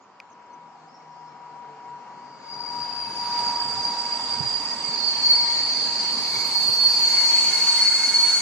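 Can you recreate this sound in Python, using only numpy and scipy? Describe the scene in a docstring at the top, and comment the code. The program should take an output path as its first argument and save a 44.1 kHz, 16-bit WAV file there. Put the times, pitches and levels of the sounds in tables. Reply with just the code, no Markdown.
"""A thin wheel whine, small birds and a sinking motor hum come first, with one bright tick close by:
an electric train is braking into an open country station, heard from the far platform.
Then the brake blocks scrape, and their stick-slip sets wheel modes squealing one after another.
Underneath, the bogies rumble, the rails ring and a breeze buffets low on the right."""
import sys
import numpy as np
from scipy import signal
from scipy.io import wavfile
from scipy.ndimage import uniform_filter1d

SR = 44100
rng = np.random.default_rng(int(sys.argv[2]) if len(sys.argv) > 2 else 0)


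def master(y):
    """Save y as 16-bit WAV."""
    cut = np.clip(np.atleast_2d(y).T, -1, 1)
    pcm = np.round(cut * 32767)  # scale
    wavfile.write(sys.argv[1], SR, pcm.astype(np.int16))


N = 370881
TIME = np.arange(N) / SR

# Faders for the six wheel voices: (time [s], level [dB])
WHINE = [(0.0, -56), (0.07, -61.5), (0.54, -46.5), (0.84, -57.5), (1.24, -47), (1.33, -49), (1.66, -43.5),
         (1.76, -48.5), (1.94, -37.5), (1.99, -44), (2.25, -43), (2.39, -52.5), (2.6, -40), (2.67, -43),
         (2.76, -33.5), (3.04, -42), (3.09, -48), (3.19, -36), (3.35, -27), (3.75, -34.5), (3.79, -30),
         (4.31, -39.5), (4.36, -32), (4.54, -49), (4.64, -41.5), (4.68, -53), (4.73, -40.5), (4.78, -46.5),
         (4.97, -40.5), (5.08, -45.5), (5.32, -44), (5.39, -37.5), (5.62, -42.5), (5.72, -55), (5.76, -43),
         (5.83, -53), (5.88, -42), (5.92, -37.5), (5.97, -44), (6.11, -40.5), (6.18, -55), (6.25, -38),
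         (6.32, -58), (6.37, -39), (6.39, -49), (6.44, -42.5), (6.53, -53), (6.56, -37), (6.65, -49),
         (7.38, -40), (7.49, -43.5), (7.82, -37), (7.87, -51), (7.92, -43), (7.94, -51), (8.01, -41),
         (8.13, -47), (8.15, -40), (8.27, -39), (8.41, -57)]  # low whine
HUM = [(2.3, -62), (2.451, -56), (2.62, -48), (2.8, -55), (3.05, -45.5), (3.349, -43), (3.6, -45),
       (3.901, -49.5), (4.4, -46.5), (5.1, -54), (5.5, -42.5), (6.1, -64), (6.5, -46), (7.8, -59),
       (8.41, -72)]  # its neighbour just below
FIRST = [(2.101, -77), (2.2, -69), (2.36, -58.5), (2.43, -70), (2.5, -44.5), (2.66, -41), (2.801, -39),
         (3.05, -36.5), (3.1, -44), (3.2, -35), (3.5, -30), (4.7, -34), (4.77, -41), (4.87, -27),
         (5.13, -27), (5.18, -31), (5.28, -24.5), (5.5, -35), (5.65, -29), (6.4, -35.5), (6.9, -24.5),
         (7.5, -31), (7.95, -35.5), (8.08, -51), (8.18, -39), (8.41, -36)]  # first upper squeal
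SECOND = [(2.36, -66), (2.45, -53), (2.52, -41), (3.0, -35.5), (3.09, -38.5), (3.3, -31), (3.6, -31),
          (3.75, -35), (3.85, -31), (4.2, -34), (4.4, -30.5), (4.72, -28.5), (4.77, -35), (4.87, -34),
          (5.14, -28.5), (5.18, -41), (5.42, -28.5), (6.1, -30.5), (7.0, -30), (7.45, -36), (7.9, -30),
          (8.1, -35), (8.41, -46)]  # second upper squeal
LOWER = [(4.748, -63), (5.1, -24), (5.18, -36), (5.27, -15), (5.288, -32), (5.297, -15.5), (5.352, -15),
         (5.365, -29), (5.391, -22), (5.8, -31), (6.3, -31), (6.6, -26), (6.78, -23), (6.835, -19.5),
         (6.85, -14), (6.92, -27.5), (7.1, -20.5), (7.5, -21), (7.7, -21.5), (8.0, -21.5), (8.19, -23),
         (8.23, -25), (8.28, -21), (8.41, -23)]  # lower squeal, the loudest
TWIN = [(6.75, -53), (6.9, -24), (7.3, -23.5), (7.6, -22.5), (7.9, -24), (8.1, -20), (8.3, -21),
        (8.41, -27)]  # another wheel joining just below it
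# The voices: (pitch curve (time [s], pitch [Hz]), width [Hz], flank reach [Hz], steady share [0-1],
# fader, beating [dB], sway [dB], pan curve (time [s], left-right [dB]), phase drift [rad])
WHEEL_VOICES = [ ([(0, 967), (2.5, 962), (4.5, 954), (6.5, 948), (8.41, 943)],
                3, 20, .97, WHINE, .3, .8, [(0, 4), (.8, 7.5), (3.0, 5), (3.9, 0), (6.3, 0), (8.41, 2.5)],
                .35), ([(2.3, 932.4), (8.41, 933.8)], 5.3, 38, 0.39, HUM, 0.5, 7.3, [(2.3, 16), (4.6, -6),
                (8.41, 3)], .5), ([(2.1, 4738), (4.5, 4738), (6, 4742), (8.41, 4744)],
                40, 120, .68, FIRST, 1.8, 2, [(2.1, 10), (3.0, 4.5), (3.4, -6), (4.7, -4), (5.5, -8),
                (6.5, -2), (8.41, -6)], 1.3), ([(2.4, 4811), (3.5, 4804), (3.95, 4798), (4.2, 4798),
                (4.5, 4803), (4.9, 4784), (6, 4785), (6.6, 4772), (8.41, 4766)],
                36, 140, .65, SECOND, 1.6, 2, [(2.1, -4), (3.0, 8), (3.4, -5), (4.5, -7), (5.5, -4),
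                (6.7, -5), (8.41, -4)], 1.25), ([(4.75, 4415), (5.15, 4412), (5.3, 4434), (5.9, 4428),
                (6.3, 4404), (7, 4408), (8.41, 4404)], 36, 90, .78, LOWER, 1.2, 1.5, [(4.75, -25),
                (5.3, 3.5), (6.6, -8), (7.2, 1), (8.41, -1)], 1.35), ([(6.75, 4378), (7.3, 4386),
                (8.41, 4383)], 28, 80, .78, TWIN, 1.2, 1.5, [(6.75, 1), (8.41, -0.5)], 1.3)]


def singing_wheels():
    """Stick-slip under the blocks keeps wheel modes singing; many wheels together beat and blur."""
    pure_below_db, roughen_over_db = -56, 10
    out = np.zeros((2, N))
    for pitch, width_hz, reach_hz, steady, levels, beat_db, sway_db, pan, drift_rad in WHEEL_VOICES:
        t, (db,) = unroll(levels)
        rough = np.clip((db - pure_below_db) / roughen_over_db, 0, 1)
        db = db + rough * beat_db * wander(len(t), rate_hz=22)
        pan_db = curve(pan, t) + sway_db * wander(len(t), rate_hz=10)
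        tone = sing(t, curve(pitch, t), db, pan_db, width_hz, reach_hz,
                    steady=1 - rough * (1 - steady), drift_rad=rough * drift_rad)
        add(out, t[0], tone)
    return out


# Squeal overtones and weaker wheel modes: (pitch [Hz], width [Hz])
RUBBED_MODES = [(241, 48), (775, 65), (905, 14), (1450, 134), (1640, 60), (1900, 24), (1925, 32),
                (2075, 34), (2163, 19), (2183, 36), (2230, 104), (2300, 24), (2605, 30), (2800, 40),
                (2840, 30), (3060, 40), (3335, 50), (3590, 24), (3660, 30), (4220, 170), (4500, 90),
                (4685, 30), (4910, 130), (5940, 50), (6400, 70), (6650, 640), (6835, 30), (7630, 40),
                (7780, 40), (7950, 110), (8100, 30), (8400, 90), (8790, 110), (9150, 200), (9500, 150),
                (10270, 90), (10800, 260), (11570, 150), (12500, 90), (13280, 160), (14210, 40)]
# Cues for each of those modes, in the same order: (start [s], end [s], first level [dB], last level [dB])
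RUBBED_CUES = [
    [(2.9, 7.3, -56, -56), (7.5, 8.35, -69, -47)],
    [(.55, 2.3, -55.5, -56.5), (2.7, 4.1, -58, -52)],
    [(3.3, 3.8, -49, -54), (3.8, 5.5, -51.5, -52), (5.5, 8.6, -61, -47.5)],
    [(6.9, 7.45, -47, -51), (7.35, 8.6, -47.5, -42)],
    [(.2, 2.7, -78, -72), (2.6, 4.6, -59, -57)],
    [(3.75, 4.9, -61.5, -52), (5.3, 6.1, -49, -55)],
    [(0.699, 2.402, -72, -68.5)],
    [(7.0, 7.5, -42, -45), (7.6, 8.1, -37, -44)],
    [(5.12, 5.7, -51, -50), (6.18, 6.65, -46, -57), (7.0, 7.3, -41, -35), (7.35, 7.75, -38, -37),
     (7.8, 8.2, -37, -36.5), (8.15, 8.6, -44, -47)],
    [(0, 2.5, -77, -69), (2.3, 6.4, -57, -54)],
    [(5.08, 5.8, -46, -45.5), (6.17, 6.7, -38.5, -48), (6.9, 8.6, -44, -43)],
    [(.3, 2.6, -84, -71), (8.0, 8.6, -48, -58)],
    [(2.698, 5.397, -55, -61)],
    [(0.0011, 3.2, -81, -69)],
    [(4.6, 6.2, -69, -58), (6.9, 7.35, -47, -44), (7.25, 7.9, -49, -48), (7.85, 8.6, -52, -56)],
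    [(2.702, 4.696, -61.5, -63)],
    [(2.7, 4.9, -67, -56)],
    [(3.0, 7.2, -60, -47.5)],
    [(2.6, 14, -68, -56)],
    [(4.8, 7.7, -37, -33.5), (7.5, 8.6, -34, -44)],
    [(4.903, 8.593, -33, -37)],
    [(2.5, 5.2, -47.5, -45), (5.0, 8.6, -41.5, -44)],
    [(2.5, 3.6, -58, -49), (3.55, 4.85, -46, -43)],
    [(6.804, 8.587, -57, -48)],
    [(6.794, 8.6, -53, -44)],
    [(6.15, 6.8, -42, -49), (6.8, 8.6, -41, -33.5)],
    [(6.8, 8.6, -69, -53)],
    [(7.7, 8.1, -48, -44)],
    [(6.198, 8.598, -53.5, -46.5)],
    [(3.2, 5.0, -55, -49), (4.85, 7.3, -53, -54), (7.1, 8.6, -49, -42)],
    [(7.0, 7.9, -62, -35)],
    [(6.306, 8.6, -71, -55)],
    [(4.901, 8.594, -57, -40.5)],
    [(4.6, 8.603, -70.5, -47)],
    [(2.3, 3.4, -79, -52.5), (3.2, 8.6, -61.5, -57.5)],
    [(5.9, 6.5, -70, -66), (6.3, 8.6, -61, -44.5)],
    [(5.15, 5.75, -68, -67), (6.9, 8.6, -59, -59)],
    [(2.6, 3.3, -88, -89), (3.1, 6.1, -84, -74), (5.9, 6.6, -73, -48), (6.4, 8.6, -52, -66)],
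    [(2.6, 6.1, -88.5, -79.5), (6.9, 8.6, -72, -66)],
    [(4.9, 6.1, -80, -73), (6.4, 7.1, -80, -62), (6.85, 8.6, -62, -62)],
    [(2.653, 4.554, -86, -96)],
]


def rubbed_modes():
    """The blocks rub weaker modes awake: each swells in, chatters and dies away."""
    attack_s, release_s, fade_db, chatter_db = .2, .12, 22, 2
    out = np.zeros((2, N))
    for (hz, width_hz), cues in zip(RUBBED_MODES, RUBBED_CUES):
        pan_db = at_pitch([(3000, -1.5), (8000, 4), (12000, 9.5)], hz)  # the highs lean left
        for start, end, first_db, last_db in cues:
            t = np.arange(start, end, 1 / SR)
            opening = np.minimum((t - start) / attack_s, (end - t) / release_s)
            db = np.linspace(first_db, last_db, len(t)) - fade_db * np.maximum(1 - opening, 0)
            db += chatter_db * wander(len(t), rate_hz=11.6)
            add(out, start, sing(t, hz, db, pan_db, width_hz, reach_hz=1.64 * width_hz, steady=0))
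    return out


# Faders for the train's noise, ahead of each layer's trim:
# (time [s], rumble [dB], rails [dB], scrape [dB], left-right [dB])
TRAIN_FADERS = [(0.0, -58.5, -60, -77.5, -3), (0.51, -56.5, -56.5, -77, -1.5),
                (0.84, -58.5, -58, -73.5, -0.5), (0.91, -57, -58.5, -75, -2.5), (1.54, -55, -54, -73, -2),
                (2.2, -53.5, -53.5, -70.5, -2), (2.36, -54, -55.5, -69, -3.5),
                (2.74, -47, -46.5, -57.5, -0.5), (3.07, -48.5, -49, -56.5, -1), (3.39, -44.5, -41, -48, -4),
                (3.54, -44.5, -43.5, -49.5, -3.5), (4.85, -44.5, -47.5, -49, -6.5),
                (5.24, -44, -46.5, -44.5, -3), (6.65, -43.5, -45.5, -45.5, -5.5),
                (6.84, -46.5, -47, -44.5, -1.5), (7.35, -43, -45.5, -39, -4),
                (8.36, -47, -48.5, -42.5, -1.5), (8.41, -46, -50, -44, -1.0)]
# Tone colour of each layer: (frequency [Hz], relative level [dB])
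RUMBLE_EQ = [(30, -42), (60, -37.5), (90, -25), (130, -17), (226, -4), (347, -9.5), (448, -6.5), (587, -9),
             (900, -8.5), (1200, -34), (1600, -77.5), (3000, -130)]
RAILS_EQ = [(500, -18), (680, -5.5), (780, 2), (1000, 4.5), (1300, -2.5), (1800, -10), (2500, -14.5),
            (3200, -18), (4000, -34), (6000, -110)]
SCRAPE_EQ = [(1200, -17), (1700, -0.5), (2200, -0.5), (2700, 0), (3200, -2), (3800, 0), (4500, 7),
             (5300, 3.5), (6000, 0), (6600, 1), (7400, -3.5), (8050, -9), (8250, -54), (9000, -95)]


def rolling_and_scraping():
    """The bogies rumble, the rails ring under them and the brake blocks scrape on the wheels."""
    times, *columns = np.transpose(TRAIN_FADERS)
    rumble_db, rails_db, scrape_db, pan_db = (np.interp(TIME, times, c) for c in columns)
    rumble = shaped_noise(RUMBLE_EQ, rumble_db, .51 * pan_db, patchy_db=.99)
    rails = shaped_noise(RAILS_EQ, rails_db + 5, pan_db, patchy_db=.93)
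    scrape = shaped_noise(SCRAPE_EQ, scrape_db + 9.5, pan_db, patchy_db=1.84)
    return rumble + rails + scrape


# The traction motor's glide: (start [s], end [s], first pitch [Hz], sag [Hz/s])
MOTOR_GLIDE = (.55, 3.75, 162, 12.8)
# Motor orders 1 to 3: (first level [dB], last level [dB])
MOTOR_ORDERS = [(-65.5, -58), (-80, -63), (-73, -68)]


def motor():
    """The slowing motor hums and throbs; its third order booms as it passes a car body resonance."""
    body_hz, body_width_hz, body_db = 439, 11, 13
    throb_db, throb_hz, throb_peak_s = 3.5, 4.64, 1.28
    start, end, first_hz, sag = MOTOR_GLIDE
    t = np.arange(start, end, 1 / SR)
    throb = np.cos(2 * np.pi * throb_hz * (t - throb_peak_s))
    out = np.zeros((2, N))
    for order, (first_db, last_db) in enumerate(MOTOR_ORDERS, 1):
        hz = order * (first_hz - sag * (t - start))
        boom_db = body_db * np.exp(-((hz - body_hz) / body_width_hz) ** 2)
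        db = np.linspace(first_db, last_db, len(t)) + boom_db + throb_db * throb
        add(out, start, sing(t, hz, db, pan_db=-.8, width_hz=4, reach_hz=12, steady=.9, drift_rad=.8))
    return out


# Wind bed between gusts: (time [s], level [dB])
BREEZE_BED = [(0, -83), (3, -74.5), (5.3, -58.5), (6.5, -60.5), (8.41, -71)]
# Gusts: (time [s], peak level [dB])
GUSTS = [(1.17, -79), (1.9, -66), (2.62, -61), (2.95, -60), (3.12, -55), (3.55, -58), (3.77, -48.5),
         (4.43, -46), (4.64, -54), (4.891, -59), (5.39, -53), (5.92, -52.5), (6.371, -52), (6.7, -52),
         (6.89, -51)]
# The wind's dark colour: (frequency [Hz], relative level [dB])
BREEZE_EQ = [(30, -34), (55, -28), (80, -9), (105, 0), (150, -6), (220, -40), (400, -120)]


def breeze():
    """Lumpy low wind, mostly on the right, with gusts that die faster than they rise."""
    rise_db_per_s, fall_db_per_s = 67, 135.5
    db = curve(BREEZE_BED, TIME)
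    for peak_s, peak_db in GUSTS:
        below_peak_db = np.maximum(rise_db_per_s * (peak_s - TIME), fall_db_per_s * (TIME - peak_s))
        db = np.maximum(db, peak_db - below_peak_db)
    return shaped_noise(BREEZE_EQ, db, pan_db=-9, patchy_db=2.2)


# Wind thumps: (time [s], peak level [dB], pitch [Hz], left-right [dB], length [s])
BUFFETS = [(3.738, -55, 94.7, -17, 0.04), (4.401, -33, 136.6, -20, 0.011), (4.445, -42, 124, -23, 0.021),
           (4.882, -41.5, 154, -19, 0.015), (6.363, -44.5, 123, -17, 0.022), (6.679, -45, 134, -19, 0.027),
           (6.876, -45, 110, -11, 0.013)]


def buffets():
    """The breeze thumps on the right: a few low cycles under a soft swell."""
    out = np.zeros((2, N))
    for start, db, hz, pan_db, length_s in BUFFETS:
        t = np.arange(0, 4 * length_s, 1 / SR)
        age = 2 * t / length_s  # 1 at the peak
        swell = (age * np.exp(1 - age)) ** 2
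        add(out, start, swell * np.sin(2 * np.pi * hz * t) * stereo_gain(db, pan_db))
    return out


# Tick cue: (time [s], relative level [dB])
TICK_CUES = [(0.2015, -26.5)]
# Its ring: (pitch [Hz], relative level [dB], time to fall 60 dB [s])
TICK_MODES = [(2430, -3.5, 0.01), (4840, -0.5, 0.002), (11000, -26, 0.0036)]


def tick():
    """One bright tick close by: three modes that die within milliseconds."""
    t = np.arange(900) / SR
    ring = sum(amp(db - 60 * t / t60) * np.sin(2 * np.pi * hz * t) for hz, db, t60 in TICK_MODES)
    attack = 1 - np.exp(-t / .00032)
    out = np.zeros((2, N))
    for start, db in TICK_CUES:
        add(out, start, ring * attack * stereo_gain(db + 5, pan_db=1))
    return out


# Bird chips: (time [s], first pitch [Hz], last pitch [Hz], relative level [dB], length [s], spread [Hz])
BIRD_CHIPS = [(0, 6700, 6870, -77, 0.047, 30), (.298, 6740, 6100, -69, 0.017, 150),
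              (0.314, 6600, 5800, -66, .014, 250), (0.325, 6500, 5800, -68, 0.015, 250),
              (0.417, 7600, 7150, -79, .018, 120), (.458, 6950, 6650, -74, 0.014, 60),
              (0.492, 4320, 4350, -78, 0.052, 40), (0.522, 6150, 6080, -71, 0.032, 25),
              (1.876, 7600, 7050, -75, 0.04, 110), (2.53, 6120, 6060, -60, 0.023, 40)]
# Contour of the long cry: (time [s], pitch [Hz], level [dB])
BIRD_CRY = [(.872, 4900, -70), (.886, 5080, -63), (.92, 5330, -64), (.97, 5430, -63), (1.0, 5480, -69),
            (1.08, 5520, -71), (1.15, 5380, -69), (1.25, 5330, -71), (1.275, 5250, -63), (1.31, 5330, -68),
            (1.36, 5200, -72), (1.46, 5200, -77)]


def birds():
    """Thin chips, and one long cry split into several lines by its quick, hoarse trill."""
    trill_hz, hoarse_hz, depth_hz = 165, 22, 190
    out = np.zeros((2, N))
    for start, first_hz, last_hz, db, length_s, spread_hz in BIRD_CHIPS:
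        t = start + np.arange(0, length_s, 1 / SR)
        chip = sing(t, np.linspace(first_hz, last_hz, len(t)), db + 6.5, pan_db=1.5,
                    width_hz=1.6 * spread_hz, reach_hz=2.2 * spread_hz, steady=.1)
        add(out, start, chip)
    t, (hz, db) = unroll(BIRD_CRY)
    rate_hz = trill_hz + hoarse_hz * wander(len(t), rate_hz=40)
    trill = np.sin(2 * np.pi * np.cumsum(rate_hz) / SR)
    cry = sing(t, hz + depth_hz * trill, db, pan_db=3.5, width_hz=70, reach_hz=110,
               steady=.35, drift_rad=.9, left_leads=False)
    add(out, t[0], cry)
    return out


# Colour of the distant hiss: (frequency [Hz], relative level [dB])
AIR_EQ = [(1500, -26), (2500, -27), (3500, 0), (4500, -8), (6000, -6.5), (7500, -3), (8000, -42.5),
          (8300, -40), (12500, -39), (13500, -70)]


def distant_hiss():
    """A faint, even hiss behind everything, a little to the left."""
    return shaped_noise(AIR_EQ, db=-83, pan_db=3, patchy_db=1.1)


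# How much sooner the left side hears: (time [s], full lead [samples])
LEFT_LEAD = [(0, 4.6), (.6, 6.9), (2.5, 7.33), (5, 7.56), (6.5, 7.8), (8.41, 2.1)]
# How much of that lead applies; the bass is blended: (frequency [Hz], share [0-1])
LEAD_SHARE = [(300, .1), (1000, 0.13), (2000, 0.1), (3200, 1), (5000, 0.96)]
# How alike the two sides are: (frequency [Hz], likeness [0-1])
LIKENESS = [(60, 0.18), (130, 0.82), (280, 0.89), (900, 0.78), (1500, 0.83), (2600, 0.37), (4500, 0.086),
            (7000, 0.091), (12000, 0.13)]


def sing(t, hz, db, pan_db, width_hz, reach_hz, steady, drift_rad=0, left_leads=True):
    """A stereo resonance: a steady part whose phase drifts, plus a wavering, noisy part."""
    noisy = waver(len(t), width_hz, reach_hz)
    drift = waver(len(t), width_hz / 2, reach_hz / 2) if np.any(drift_rad) else noisy
    alike = at_pitch(LIKENESS, np.mean(hz))
    noisy, drift = (np.array([left, blend(left, other, alike)]) for left, other in (noisy, drift))
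    cycles = np.cumsum(np.broadcast_to(hz, (2, len(t))), axis=1) / SR
    if left_leads:
        cycles[0] += np.mean(hz) * curve(LEFT_LEAD, t) / SR * at_pitch(LEAD_SHARE, hz)
    core = np.exp(1j * drift_rad * drift.real)
    tone = (np.sqrt(steady) * core + np.sqrt(1 - steady) * noisy) * np.exp(2j * np.pi * cycles)
    fade = signal.windows.tukey(len(t), min(.013 * SR / len(t), 1))
    gain = uniform_filter1d(stereo_gain(db, pan_db) * fade, 400)
    return np.sqrt(2) * tone.real * gain


# Leftward lean of all noise layers above the deep bass: (frequency [Hz], left-right [dB])
NOISE_LEAN = [(60, 0), (130, 3.5), (250, 2.5)]


def shaped_noise(eq, db, pan_db, patchy_db):
    """Stereo noise with drifting patches in its spectrum, heard sooner on the left."""
    size, hop = 1024, 256
    frames, hz = N // hop + 5, np.fft.rfftfreq(size, 1 / SR)
    a, b, c, d, patches = rng.standard_normal((frames, len(hz), 5)).T
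    right, other = a + 1j * b, c + 1j * d
    patches = unit_rms(uniform_filter1d(uniform_filter1d(patches, 12, 0), 12, 1))
    lead_s = curve(LEFT_LEAD, np.arange(frames) * hop / SR) / SR
    lead_cycles = np.outer(hz * at_pitch(LEAD_SHARE, hz), lead_s)
    left = blend(right * np.exp(2j * np.pi * lead_cycles), other, at_pitch(LIKENESS, hz)[:, None])
    lean = amp(at_pitch(NOISE_LEAN, hz) / 2)[:, None]
    colour = amp(at_pitch(eq, hz)[:, None] + patchy_db * patches)
    spectra = np.array([left * lean, right / lean]) * colour
    _, noise = signal.istft(spectra, nperseg=size, noverlap=size - hop)
    return unit_rms(noise[:, :N]) * stereo_gain(db, pan_db)


def waver(count, width_hz, reach_hz):
    """Two complex random amplitudes of a resonance this wide, its flanks rolled off at the reach."""
    noise = rng.standard_normal((2, count)) + 1j * rng.standard_normal((2, count))
    resonance = signal.lfilter([1], [1, -np.exp(-np.pi * width_hz / SR)], noise)
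    return unit_rms(signal.sosfilt(signal.butter(4, reach_hz, fs=SR, output="sos"), resonance))


def wander(count, rate_hz):
    """Slow random modulation up to this rate, with an rms near 1."""
    settle = SR // 2
    lowpass = signal.butter(2, rate_hz, fs=SR, output="sos")
    slow = signal.sosfilt(lowpass, rng.standard_normal(count + settle))[settle:]
    return slow / np.sqrt(2.22 * rate_hz / SR)


def amp(db):
    return 10 ** (np.asarray(db) / 20)


def stereo_gain(db, pan_db):
    return amp(db + np.outer([.5, -.5], pan_db))


def unit_rms(x):
    return x / np.sqrt(np.mean(abs(x) ** 2) + 1e-20)


def blend(shared, other, alike):
    return alike * shared + np.sqrt(1 - alike ** 2) * other


def curve(points, t):
    return np.interp(t, *np.transpose(points))


def at_pitch(points, hz):
    frequencies, values = np.transpose(points)
    return np.interp(np.log(hz + 1), np.log(frequencies + 1), values)


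def unroll(rows):
    """Times and columns of a curve at the sample rate."""
    times, *columns = np.transpose(rows)
    t = np.arange(round(times[0] * SR), round(times[-1] * SR)) / SR
    return t, [np.interp(t, times, c) for c in columns]


def add(mix, start_s, sound):
    part = mix[:, round(start_s * SR):][:, :sound.shape[1]]
    part += sound[:, :part.shape[1]]


def scene():
    beds = rolling_and_scraping() + distant_hiss()
    tones = singing_wheels() + rubbed_modes() + motor()
    return beds + tones + breeze() + buffets() + tick() + birds()


def record(dry):
    """The microphone loses the deep bass, and the recorder cuts the top of the treble."""
    low_cut_hz, high_cut_hz = 75, 14270
    heard = signal.sosfilt(signal.butter(3, low_cut_hz, "high", fs=SR, output="sos"), dry)
    band_limit = signal.firwin(1535, high_cut_hz, window=("kaiser", 9), fs=SR)
    return signal.oaconvolve(heard, band_limit[None], "same")


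dry = scene()
out = record(dry)
master(out)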